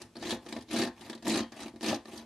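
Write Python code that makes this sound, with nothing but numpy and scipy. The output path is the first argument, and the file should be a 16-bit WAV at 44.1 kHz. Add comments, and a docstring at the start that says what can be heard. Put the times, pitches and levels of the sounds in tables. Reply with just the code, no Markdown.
"""A rhythmic rasp over a hollow boom: a handsaw cuts a square plastic pipe, close by in a small room.
Each stroke speeds up and slows down. The teeth form a train of impacts, chipping the wall hard on the
push and skidding on the return; caught teeth break free with a crack. The impacts excite the damped
modes of the pipe and the stool it is held down on, which boom, and of the steel blade, which rings."""
import sys
import numpy as np
from scipy import signal
from scipy.fft import rfft, irfft
from scipy.io import wavfile
from scipy.ndimage import uniform_filter1d, map_coordinates

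SR = 44100
rng = np.random.default_rng(int(sys.argv[2]) if len(sys.argv) > 2 else 0)


def unload_wav(signal):
    """Save mono or channel-first audio to the path in sys.argv[1] as 16-bit WAV at rate SR, clipped to [-1, 1]."""
    wavfile.write(
        sys.argv[1],
        SR,
        np.round(np.clip(np.atleast_2d(signal).T, -1, 1) * 32767).astype(np.int16),
    )


N = 99225
T = np.arange(N) / SR


def amp(db):
    """Decibels to amplitude ratio."""
    return 10 ** (np.asarray(db) / 20)


def unit(response):
    """Normalisation to unit energy."""
    return response / np.sqrt(np.sum(response ** 2))


def through(x, response):
    """Convolution with an impulse response."""
    return signal.oaconvolve(np.atleast_2d(x), response[None], axes=1)[:, :N]


def colour(spectrum, size=2048):
    """Minimum-phase response of a (frequency_hz, level_db) curve, by folding the cepstrum."""
    hz, db = np.array(spectrum, float).T
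    bins_hz = np.maximum(np.fft.rfftfreq(size, 1 / SR), 1)
    cepstrum = irfft(np.log(amp(np.interp(np.log(bins_hz), np.log(hz), db))))
    cepstrum[1:size // 2] *= 2
    cepstrum[size // 2 + 1:] = 0
    return irfft(np.exp(rfft(cepstrum)))


def ring(modes, rise_s):
    """Modal superposition: damped cosines add up under a brief swell."""
    t = T[:SR // 4]
    free = sum(amp(db) / t60 * np.exp(-np.log(1000) * t / t60) * np.cos(2 * np.pi * hz * t)
               for hz, t60, db in modes)
    return unit(free * (1 - np.exp(-t / rise_s)))


def relax(x, decay_s):
    """Exponential relaxation: each impulse spreads into a tail of the same area."""
    return signal.lfilter([1], [1, -np.exp(-1 / (decay_s * SR))], x) / (decay_s * SR)


def walk(rate_hz):
    """Slow random fluctuation with a spread near 1."""
    return np.interp(T * rate_hz, np.arange(N), rng.standard_normal(N))


# spectrum of the quiet room: frequency_hz, level_db
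HUSH_SPECTRUM = [(30, -2), (65, 1.5), (140, -8.5), (260, -6.5), (1000, -24), (4000, -28), (10000, -33.5),
                 (14000, -46)]


def hush(level_db=-59.5):
    """Stationary noise: a faint, low background."""
    return amp(level_db) * through(rng.standard_normal((2, N)), unit(colour(HUSH_SPECTRUM)))


# stereo width: frequency_hz, side_gain_db
SIDE_SPECTRUM = [(60, -14), (180, -33), (350, -20), (700, -13.5), (1400, -11.5), (2800, -8), (5600, -3),
                 (11000, -1)]
# stereo balance: frequency_hz, left_minus_right_db
BALANCE = [(350, 0), (700, 1.7), (2800, 1.4), (5600, .6), (9500, -1.6), (13000, 1.7)]


def room(mid_side, t60_s=0.22, side_lag_s=0.00099):
    """Diffuse reflection adds a short tail; the treble sounds wide and the boom central."""
    t = T[:SR // 4]
    tails = rng.standard_normal((2, len(t))) * np.exp(-np.log(1000) * t / t60_s)
    reflected = amp(-9) * through(mid_side, colour([(250, -8), (1000, 7), (4000, -0.5), (12000, -10)]))
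    mid, side = (mid_side[k] + through(reflected[k], unit(tails[k]))[0] for k in (0, 1))
    side = through(np.interp(T - side_lag_s, T, side), colour(SIDE_SPECTRUM))  # a longer path
    return np.vstack([through(mid + sign * side, colour([(hz, sign * db / 2) for hz, db in BALANCE]))
                      for sign in (1, -1)])


# rumble of the stool: frequency_hz, level_db
STOOL_SPECTRUM = [(20, -19), (55, 1), (88, -8), (108, 0), (135, -17), (300, -5.5), (2000, -43.5)]


def stool_rumble(speed, lag_s=0.0072):
    """Friction noise: the drag of the saw shakes the stool in proportion to its speed."""
    drag = relax(speed, lag_s) * rng.standard_normal(N)
    return through(drag, unit(colour(STOOL_SPECTRUM)))


def singing_blade(start_s=1.418, pitch_hz=3150, t60_s=0.17, rise_s=0.0059, level_db=-42):
    """Free vibration: as the third push eases off, the flexing blade rings on, faint and unsteady."""
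    age = np.maximum(T - start_s, 0)
    envelope = (1 - np.exp(-age / rise_s)) * np.exp(-np.log(1000) * age / t60_s)
    return amp(level_db) * envelope * walk(rate_hz=226) * np.sin(2 * np.pi * pitch_hz * age)


# modes of the pipe on its stool: pitch_hz, t60_s, level_db
PIPE_MODES = [(107.7, 0.3, -15), (175, 0.057, -10), (232.2, 0.21, 3), (246.5, 0.098, 4), (283.9, 0.078, 3),
              (312.5, 0.07, 5.5), (342.6, 0.15, 1.5), (443, 0.14, -14.5), (520, 0.14, -6),
              (643.5, .09, -13), (682.8, 0.073, -4), (788, 0.1, -7), (863.6, 0.18, -12.5), (982, 0.14, -12),
              (1058, 0.18, -15), (1214, 0.094, -18)]


def pipe(force, cutoff_hz=168):
    """Resonance of pipe and stool; a body small against the wavelength radiates little deep bass."""
    radiation = signal.butter(2, cutoff_hz, "high", fs=SR, output="sos")
    return through(force, unit(signal.sosfilt(radiation, ring(PIPE_MODES, rise_s=0.0059))))


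# modes of the steel blade: pitch_hz, t60_s, level_db
BLADE_MODES = [(1735, 0.05, -2), (1854, 0.02, 4), (2530, 0.096, -14), (3468, 0.12, 1.5), (3886, 0.03, 0),
               (4540, 0.049, -12), (5960, 0.039, -1.5), (9140, 0.06, -4)]


def blade(excitation, spectrum, ring_db=-12.5):
    """Source and filter: contact noise gives the bright cut and a short ring of the steel."""
    bright = through(excitation, unit(colour(spectrum)))
    return bright + amp(ring_db) * through(excitation, ring(BLADE_MODES, rise_s=0.00023))


def grit(spikiness):
    """Fracture noise: plastic breaks up in spikes of log-normal size; rows are mid and side."""
    noise = rng.standard_normal((2, N)) * np.exp(spikiness * rng.standard_normal(N))
    return noise / noise.std()


def moving_contact(x, rate_hz=55.94, depth_db=4, band_octaves=0.2094):
    """Spectral modulation: narrow bands swell and fade as the contact moves along the blade."""
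    hz, t, bands = signal.stft(x, SR, nperseg=256)
    grid = np.meshgrid(np.log2(1 + hz / 500) / band_octaves, t * rate_hz, indexing="ij")
    swell = amp(depth_db * map_coordinates(rng.standard_normal((64, 256)), grid, order=1, mode="wrap"))
    return signal.istft(bands * swell / np.sqrt(np.mean(swell ** 2)), SR)[1][:, :N]


# teeth snapping free: start_s, snap_db, tilt_db_per_octave, knock_db
TOOTH_CATCHES = [(.017, -6, 2.5, -25), (0.154, -11, -5, -7.5), (.166, -9.5, -2.5, -0.5),
                 (0.225, -3.5, -4.5, -13), (0.265, -6.5, -7, -15), (0.294, 3.5, -1.5, -10),
                 (0.306, 7, -2, -3), (.324, 0.5, -8, 10), (.462, -10.5, -7.5, -5), (0.488, -7.5, -0.5, -8),
                 (.524, 0.5, -2.5, 3.5), (.563, -4, -7, 5.5), (.587, -13.5, -2, 0),
                 (.608, -12.5, -2.5, -12), (0.622, -17, 1.5, -33), (0.711, -4, 1, -12),
                 (0.73, -1.5, 1.5, 5), (.739, -9, 3, 12.5), (.763, 1, 2, 6), (.787, 7, -2, 12),
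                 (0.794, -1, -6, 13.5), (.824, 4, -5.5, 14), (.848, 0, -4, 10.5), (0.872, -3.5, -7, 4),
                 (1.009, -9.5, -1, -8), (1.097, -0.5, -1.5, 2), (1.129, -5, -6.5, -32),
                 (1.149, -12.5, 2, -2.5), (1.176, -16, -5, -10), (1.224, -8.5, -3.5, -9),
                 (1.253, -8, -3, 6.5), (1.267, 4, -5, -1), (1.278, 2.5, 6, 12.5), (1.296, 0.5, 6, 7),
                 (1.315, -5, 0, 5), (1.342, -1, -4.5, 10), (1.357, 6.5, -3.5, 11), (1.372, 8, -1, 11.5),
                 (1.39, 2, -3.5, 3.5), (1.403, 2, -5, 7), (1.52, -6.5, -5, -7.5), (1.603, -8.5, 2, -6),
                 (1.657, -21, 3, 2.5), (1.68, -9, -4, -7), (1.737, -38, 0, -4.5), (1.759, -15.5, -2.5, -5),
                 (1.808, -6, -3, -4), (1.829, 1.5, -3, 5.5), (1.86, 3.5, -1.5, -3), (1.883, 6, -1.5, 12.5),
                 (1.897, 1.5, -1, -2), (1.91, -2, -7.5, -1), (1.928, -3, -10.5, 7), (1.944, 1.5, -3, -20),
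                 (2.054, -10.5, -5.5, -8.5), (2.081, -15, -4, -4), (2.131, -13, 0, -1),
                 (2.175, -11, 4, -20)]
# spectrum of a snap: frequency_hz, level_db
SNAP_SPECTRUM = [(150, -33.5), (400, -13.5), (900, -3), (1400, -8), (2600, -5), (4400, -.5), (7500, -8.5),
                 (10000, -10), (12500, -21), (14500, -27)]


def catches(rise_s=0.001, decay_s=0.0071):
    """Impulsive excitation: a caught tooth breaks free with a crack and knocks the pipe."""
    snaps, knocks = np.zeros((2, N)), np.zeros(N)
    noise = moving_contact(grit(spikiness=0.39))
    age = T[:SR // 20]
    envelope = (1 - np.exp(-age / rise_s)) * np.exp(-age / decay_s)
    for start_s, snap_db, tilt, knock_db in TOOTH_CATCHES:
        onset = int(start_s * SR)
        span = slice(onset, onset + len(age))
        slope = colour([(hz, snap_db + tilt * np.log2(hz / 3000)) for hz in (500, 9000)])
        snaps[:, span] += through(noise[:, span] * envelope, slope)[:, :len(age)]
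        knocks[onset] += amp(knock_db)
    return amp(-36) * blade(snaps, SNAP_SPECTRUM) + amp(-13.5) * pipe(relax(knocks, decay_s=0.0003))


def teeth(speed, scatter_db, tooth_hz=403, jitter=0.25, grab_hz=65, grab_db=7):
    """Stick-slip modulates an uneven impulse train, one impulse a tooth; rates are for full speed."""
    teeth_passed = np.cumsum(speed) * tooth_hz / SR
    late, size = rng.standard_normal((N // 20, 2)).T
    onsets = np.searchsorted(teeth_passed, np.arange(len(late)) + 1 + jitter * late)
    hits = np.bincount(onsets, amp(scatter_db * np.tanh(size)), N + 1)[:N]
    # the blade grabs, eases off over a few teeth and grabs again
    grab_phase = np.cumsum(speed * np.exp(walk(grab_hz) / 2)) * grab_hz / SR % 1
    hits *= amp(-grab_db * grab_phase)
    # the teeth in contact share the force of the arm
    return hits / np.sqrt(np.abs(uniform_filter1d(hits ** 2, size=2600)) + 0.0017)


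def strokes(rows, spectrum, rasp_db, boom_db, stool_db, rasp_power, boom_power, scatter_db):
    """Forced vibration: teeth drive blade and pipe, each by a power law of the blade's speed."""
    speed, rasp, boom = np.zeros((3, N))
    for start_s, fastest_s, end_s, bite_db, shake_db in rows:
        stroke_speed = np.sin(np.pi / 2 * np.interp(T, [start_s, fastest_s, end_s], [0, 1, 0]))
        speed += stroke_speed
        rasp += amp(bite_db) * stroke_speed ** rasp_power
        boom += amp(shake_db) * stroke_speed ** boom_power
    hits = teeth(speed, scatter_db)
    chips = np.sqrt(relax(hits ** 2, decay_s=0.0032)) * grit(spikiness=0.33)  # crumbling after each hit
    force = hits * np.sign(rng.standard_normal(N)) * boom
    rumble = stool_rumble(speed)
    cut = blade(moving_contact(chips) * rasp, spectrum)
    return amp(rasp_db) * cut + amp(boom_db) * pipe(force) + amp(stool_db) * rumble


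# return strokes: start_s, fastest_s, end_s, rasp_db, boom_db
RETURN_STROKES = [(-.12, .0, 0.084, -1, 1), (.385, .53, 0.65, -1.5, 5.5), (.93, 1.06, 1.183, -1, 1),
                  (1.495, 1.63, 1.72, 3.5, 6.5), (2.02, 2.16, 2.27, .5, 2.5)]
# spectrum of skidding teeth: frequency_hz, level_db
SKID_SPECTRUM = [(150, -28), (400, -2), (850, 7.5), (1400, -1.5), (2800, -1.5), (4200, -4.5), (7500, -10),
                 (9500, -11), (11000, -15.5), (14500, -25)]


def returns():
    """Sliding friction: the teeth skid back with a softer, duller rasp."""
    return strokes(RETURN_STROKES, SKID_SPECTRUM, rasp_db=-51, boom_db=-53, stool_db=-61,
                   rasp_power=1.45, boom_power=1.2, scatter_db=3)


# push strokes: start_s, fastest_s, end_s, rasp_db, boom_db
PUSH_STROKES = [(.15, .31, 0.39, -6.5, -6.5), (.66, .785, 0.92, -1, -2), (1.21, 1.34, 1.46, -0.5, 0),
                (1.79, 1.89, 1.995, -1.5, -1)]
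# spectrum of cutting teeth: frequency_hz, level_db
CUT_SPECTRUM = [(150, -15), (400, -11.5), (800, -6), (2000, 2.5), (2800, 3), (4200, 2.5), (5500, -2),
                (7500, -6.5), (10500, -10.5), (12500, -17), (14500, -35)]


def pushes():
    """Chip formation: the teeth break into the wall with a loud, bright rasp."""
    return strokes(PUSH_STROKES, CUT_SPECTRUM, rasp_db=-35.5, boom_db=-30.7, stool_db=-48,
                   rasp_power=1.86, boom_power=1.42, scatter_db=2.5)


def scene():
    """Superposition: the sounds of the saw and the background add up in one room."""
    return room(pushes() + returns() + hush() + catches() + singing_blade())


def record(dry, low_hz=74, top_hz=14100):
    """Band limiting: filters remove the deepest bass and the highest treble."""
    thin = signal.sosfilt(signal.butter(3, low_hz, "high", fs=SR, output="sos"), dry)
    return signal.sosfilt(signal.ellip(8, .2, 70, top_hz, fs=SR, output="sos"), thin)


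dry = scene()
out = record(dry)
unload_wav(out)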